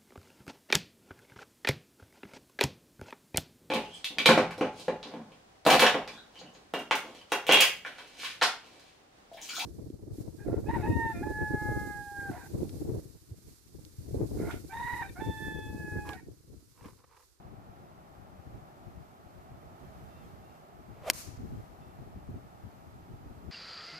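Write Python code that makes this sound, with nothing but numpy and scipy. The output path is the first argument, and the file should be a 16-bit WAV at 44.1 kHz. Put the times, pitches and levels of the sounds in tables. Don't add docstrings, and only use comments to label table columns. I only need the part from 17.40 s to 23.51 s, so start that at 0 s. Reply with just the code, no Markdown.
import sys
import numpy as np
from scipy import signal
from scipy.fft import rfft, irfft, next_fast_len
from scipy.io import wavfile
from scipy.ndimage import map_coordinates

SR = 44100
rng = np.random.default_rng(int(sys.argv[2]) if len(sys.argv) > 2 else 0)


def wav_out(sig):
    wavfile.write(sys.argv[1], SR, np.round(np.clip(np.atleast_2d(sig).T, -1, 1) * 32767).astype(np.int16))


def field_ratio(decibels):
    return 10 ** (np.asarray(decibels, dtype=float) / 20)


N = 269451

# frequency in Hz, relative level in dB per Hz.
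BUFFET_SPECTRUM = [(15, -44), (28, -10), (65, 1.5), (118, 0), (189, -6.5), (271, -8), (400, -15),
                   (545, -26), (910, -53.5), (1540, -120)]
# time in seconds, level in dB, left-right difference in dB.
CALM_WIND = [(0, -56, 10), (1, -58, 7), (2, -54.5, 6), (2.8, -55.5, -5), (3.2, -60.5, 0.5),
             (3.6, -53.5, 7.5), (4.4, -52.5, 6), (5.1, -53.5, 1), (6.11, -53.5, 4)]
# start in seconds, length in seconds, level in dB, left-right difference in dB.
GUST_EVENTS = [(0.043, .12, -54.5, 12), (1.058, .14, -50, 1.5), (1.466, 0.031, -51, 13),
               (1.58, 0.033, -48, 10), (1.954, 0.043, -52.5, 6), (2.103, 0.083, -49.5, 4),
               (2.418, 0.092, -52.5, -5), (2.6, 0.064, -52, -6), (2.846, 0.064, -50, 2),
               (3.384, 0.16, -52.5, 10), (3.862, .1, -49, 11.5), (3.982, .23, -41, 3.5),
               (4.58, 0.083, -49.5, 1), (4.752, 0.046, -44, 4), (4.88, .11, -41.5, -1.5),
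               (5.238, .04, -47.5, 11), (5.55, 0.038, -50, 8), (5.679, .09, -49.5, 2), (5.9, .04, -52, 5),
               (6.042, 0.073, -46, 11)]
# start in seconds, level in dB, left-right difference in dB.
EDDY_THUMPS = [(0.044, -46, 14.0), (0.293, -44.5, 13.0), (1.576, -40, 10.5), (2.116, -37.5, 5),
               (3.376, -57, 5), (3.618, -41, -2), (3.93, -40, 12), (3.975, -35, -7), (4.576, -46, 2),
               (4.76, -34, 3.5), (4.884, -33, 2), (5.247, -39, 1), (5.626, -43, 1), (5.737, -34.5, 3.5)]
# frequency in Hz, relative level in dB per Hz.
FAR_SPECTRUM = [(88, -32), (150, -3), (294, -10.5), (357, -6.5), (505, -13), (624, -6), (772, -4.5),
                (1010, -13), (1300, -11.5), (1490, -18), (2810, -28), (8100, -35.5), (9450, -38),
                (13900, -32.5), (15000, -43)]
# frequency in Hz, share from 0 to 1.
ROAD_SHARE = [(200, 0.65), (600, 0.65), (1400, 0.42), (3000, .3), (6000, 0.031)]
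# time in seconds, level in dB, of which only the departure from the mean counts.
LEAF_STIR = [(0, -83), (1, -81.5), (2.3, -81), (2.6, -78), (3.3, -82), (4.1, -78), (4.5, -81),
             (6.11, -80.5)]
# start in seconds, length in seconds, top pitch in Hz, level in dB.
BIRD_CALLS = [(2.69, .15, 910, -73.5), (2.83, .035, 820, -71), (3.025, .16, 920, -77.5),
              (4.41, .12, 892, -78)]
# multiple of the pitch, level in dB.
CALL_HARMONICS = [(3, 3), (4, -2)]
# time in seconds, level in dB relative to full speed.
SWING_RUSH = [(3.48, -42), (3.61, -30), (3.655, -13), (3.679, -1), (3.699, -1), (3.706, -19), (3.76, -26.5),
              (3.85, -41.5)]
# frequency in Hz, relative level in dB per Hz.
HEAD_HISS_SPECTRUM = [(590, -30.5), (1000, -5), (1910, -12.5), (2160, -9.5), (4030, -18.5), (12900, -24),
                      (15000, -30)]
# time in seconds, level in dB, left-right difference in dB.
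IMPACTS = [(3.70024, -20, -1), (3.70038, -5, 0), (3.7008, -15, -2), (3.7017, -19, 3), (3.7029, -27, -4)]
# frequency in Hz, relative level in dB, 60 dB decay time in seconds.
IMPACT_MODES = [(330, -24.5, 0.02), (1030, -19.5, .014), (1670, -17, 0.012), (2050, -13, .011),
                (2570, -14, .009), (3160, -12.5, 0.009), (3660, -15, .008), (4180, -13, .008),
                (4780, -14.5, .008), (5550, -7, .008), (9300, -20.5, 0.0066), (11600, -12, 0.0055),
                (13090, -14, .006)]
# frequency in Hz, relative level in dB per Hz.
CLICK_SPECTRUM = [(120, -39), (200, -15), (3440, -3), (5290, 0.5), (6320, -6.5), (7700, -6.5), (9370, 0.5),
                  (12000, -1.5), (14400, -15.5)]
# frequency in Hz, relative level in dB per Hz.
RETURN_SPECTRUM = [(500, -30.5), (900, -6.5), (1600, -8), (2600, -5.5), (3400, -11), (4300, -4), (5700, -2),
                   (6600, 0), (7600, -3.5), (9000, -5), (14500, -7.5)]


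def unit(x):
    return x / np.sqrt(np.mean(x ** 2, axis=-1, keepdims=True) + 1e-20)


def along(points, hz):
    point_hz, value = np.transpose(points)
    return np.interp(np.log(hz + 1), np.log(point_hz + 1), value)


def curves(rows):
    seconds, *columns = np.transpose(rows)
    return [np.interp(np.arange(N) / SR, seconds, column) for column in columns]


def sides(pan_db):
    return field_ratio(np.array([pan_db / 2, -pan_db / 2]))


def wobble(rate):
    knots = rng.standard_normal((2, int(N * rate / SR) + 4))
    return np.array([map_coordinates(k, [np.arange(N) * rate / SR]) for k in knots])


def filtered(x, response):
    size = next_fast_len(N + 8192)
    return irfft(rfft(x, size) * response(np.fft.rfftfreq(size, 1 / SR)), size)[..., :N]


def noise(spectrum, channels=2):
    white = rng.standard_normal((channels, N))
    return unit(filtered(white, lambda hz: field_ratio(along(spectrum, hz))))


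def burst(start, length, edge):
    t = np.arange(N) / SR - start
    return np.clip(np.minimum(t / edge + .5, (length - t) / edge + .5), 0, 1)


def wind():
    calm_db, pan_db = curves(CALM_WIND)
    power = (field_ratio(calm_db + 2.5 * wobble(7)) * sides(pan_db)) ** 2
    for start, length, db, pan in GUST_EVENTS:
        power += (field_ratio(db) * sides(pan)[:, None] * burst(start, length, 0.021)) ** 2
    lumps = field_ratio(.8 * wobble(17) + 3.8 * wobble(45))
    out = np.sqrt(power) * unit(lumps * noise(BUFFET_SPECTRUM))

    t = np.arange(4096) / SR
    for start, db, pan in EDDY_THUMPS:
        hz = 110 * np.exp(0.16 * rng.standard_normal((2, 1)))
        envelope = field_ratio(-60 * t / 0.067) * (1 - np.exp(-t / 0.0018))
        push = np.sin(2 * np.pi * hz * t) * envelope
        part = out[:, round(start * SR):][:, :len(t)]
        part += (field_ratio(db) * sides(pan)[:, None] * push)[:, :part.shape[1]]
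    return out


def distance():
    level_db, road_lag = -55, 18
    left, right, road = noise(FAR_SPECTRUM, channels=3)

    def share(hz):
        return np.clip(along(ROAD_SHARE, hz), 0, 1)

    diffuse = filtered(np.array([left, right]), lambda hz: np.sqrt(1 - share(hz)))
    road = filtered(road, lambda hz: np.sqrt(share(hz)))
    air = diffuse + np.array([np.roll(road, road_lag), road])
    leaves = filtered(air, lambda hz: hz ** 2 / (hz ** 2 + 2200 ** 2))
    hum = (air - leaves) * field_ratio(.8 * wobble(2.3))
    breeze_db, = curves(LEAF_STIR)
    stir = field_ratio(breeze_db - breeze_db.mean() + .6 * wobble(9.4))
    return field_ratio(level_db) * sides(-.6)[:, None] * (hum + leaves * stir)


def bird():
    throat_hz, throat_width_hz = 3150, 750
    sag, edge_s = .035, .025
    out, t = np.zeros(N), np.arange(N) / SR
    for start, length, top_hz, db in BIRD_CALLS:
        pitch_shake, level_shake = wobble(60)
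        position = np.clip(2 * (t - start) / length - 1, -1, 1)
        hz = top_hz * (1 - sag * position ** 4 + 0.006 * pitch_shake)
        phase = 2 * np.pi * np.cumsum(hz) / SR
        tone = np.zeros(N)
        for multiple, level in CALL_HARMONICS:
            throat = 1 / (1 + ((multiple * hz - throat_hz) / throat_width_hz) ** 2)
            tone += field_ratio(level) * throat * np.sin(multiple * phase)
        out += burst(start, length, edge_s) * field_ratio(db + 2.5 * level_shake) * tone
    return out * sides(-1.7)[:, None]


def swing():
    whistle_db, hiss_db, hiss_slope = -35, -43, 0.7
    shedding_hz, pitch_slope = 670, .06
    bright_hz, bright_slope = 4500, .6
    rush_db, = curves(SWING_RUSH)
    hz = shedding_hz * field_ratio(pitch_slope * rush_db)
    phase = 2 * np.pi * np.cumsum(hz) / SR
    slow = filtered(rng.standard_normal((2, N)), lambda f: 1 / (1 + (f / 110) ** 2))

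    def shed(multiple):
        return unit(slow[0] * np.cos(multiple * phase) + slow[1] * np.sin(multiple * phase))

    whistle = field_ratio(whistle_db + rush_db) * (shed(0.97) + field_ratio(-12.5) * shed(1.8))
    shared, own = noise(HEAD_HISS_SPECTRUM, channels=1), noise(HEAD_HISS_SPECTRUM)
    hiss = 0.8 * shared + .5 * own
    top = filtered(hiss, lambda f: f ** 2 / (f ** 2 + bright_hz ** 2))
    brightened = hiss - top + field_ratio(bright_slope * rush_db) * top
    head = field_ratio(hiss_db + hiss_slope * rush_db) * brightened
    live = burst(SWING_RUSH[0][0], SWING_RUSH[-1][0] - SWING_RUSH[0][0], .04)
    return live * (whistle * sides(-1.2)[:, None] + head)


def click_pulse(length):
    size = 2 * length
    log_gain = along(CLICK_SPECTRUM, np.fft.rfftfreq(size, 1 / SR)) * np.log(10) / 20
    cepstrum = irfft(log_gain, size)
    cepstrum[1:size // 2] *= 2
    cepstrum[size // 2 + 1:] = 0
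    pulse = irfft(np.exp(rfft(cepstrum)), size)[:length]
    return pulse / -np.abs(pulse).max()


def strike():
    pulse_db, ring_db = -9, -3
    crackle_db, crackle_slope = -25.5, .35
    spray_s, spray_length_s, spray_db, spray_fade_db_per_s = 3.703, .0095, -31, 1100
    out, t = np.zeros((2, N)), np.arange(2048) / SR
    pulse = click_pulse(len(t))
    for start, db, pan_db in IMPACTS:
        ring = np.zeros((2, len(t)))
        for hz, level, t60 in IMPACT_MODES:
            decay = field_ratio(level + rng.normal(0, 1.7, (2, 1)) - 60 * t / t60)
            ring += decay * np.cos(2 * np.pi * hz * t + rng.normal(0, .5, (2, 1)))
        shared, *own = rng.standard_normal((3, len(t))) * field_ratio(-60 * t / 0.0057)
        grains = shared + 0.67 * np.array(own)
        crackle = signal.fftconvolve(grains, pulse[None], axes=1)[:, :len(t)]
        sound = field_ratio(db) * (field_ratio(pulse_db) * pulse - field_ratio(ring_db) * ring)
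        sound = sound + field_ratio(crackle_db + crackle_slope * db) * crackle
        out[:, round(start * SR):][:, :len(t)] += sides(pan_db)[:, None] * sound

    fade_db = -spray_fade_db_per_s * np.clip(np.arange(N) / SR - spray_s, 0, None)
    spray_level = field_ratio(spray_db + fade_db + 2.5 * wobble(900))
    return out + burst(spray_s, spray_length_s, .002) * spray_level * noise(CLICK_SPECTRUM)


def bank():
    start_s, rise_s, hold_s = 3.733, 0.0043, 0.061
    level_db, fade_db_per_s = -44.5, 90
    dull_hz, dull_s = 7600, .2
    t = np.arange(N) / SR - start_s
    fade_db = fade_db_per_s * np.clip(t - hold_s, 0, None)
    level = field_ratio(level_db - fade_db + 1.8 * wobble(110))
    hiss = noise(RETURN_SPECTRUM)
    dull = filtered(hiss, lambda hz: 1 / (1 + (hz / dull_hz) ** 4))
    late = np.clip((t - hold_s) / dull_s, 0, 1)
    echo = late * dull + (1 - late) * hiss
    return burst(start_s, 1, rise_s) * level * sides(1)[:, None] * echo


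def scene():
    return wind() + distance() + bird() + swing() + strike() + bank()


def roll_off(x):
    return signal.sosfilt(signal.butter(12, 15800, fs=SR, output="sos"), x)


def record(dry):
    limited = filtered(dry, lambda hz: np.where(hz < 14560, 1, field_ratio(-33.5)))
    return roll_off(limited)


dry = scene()
out = record(dry)
wav_out(out)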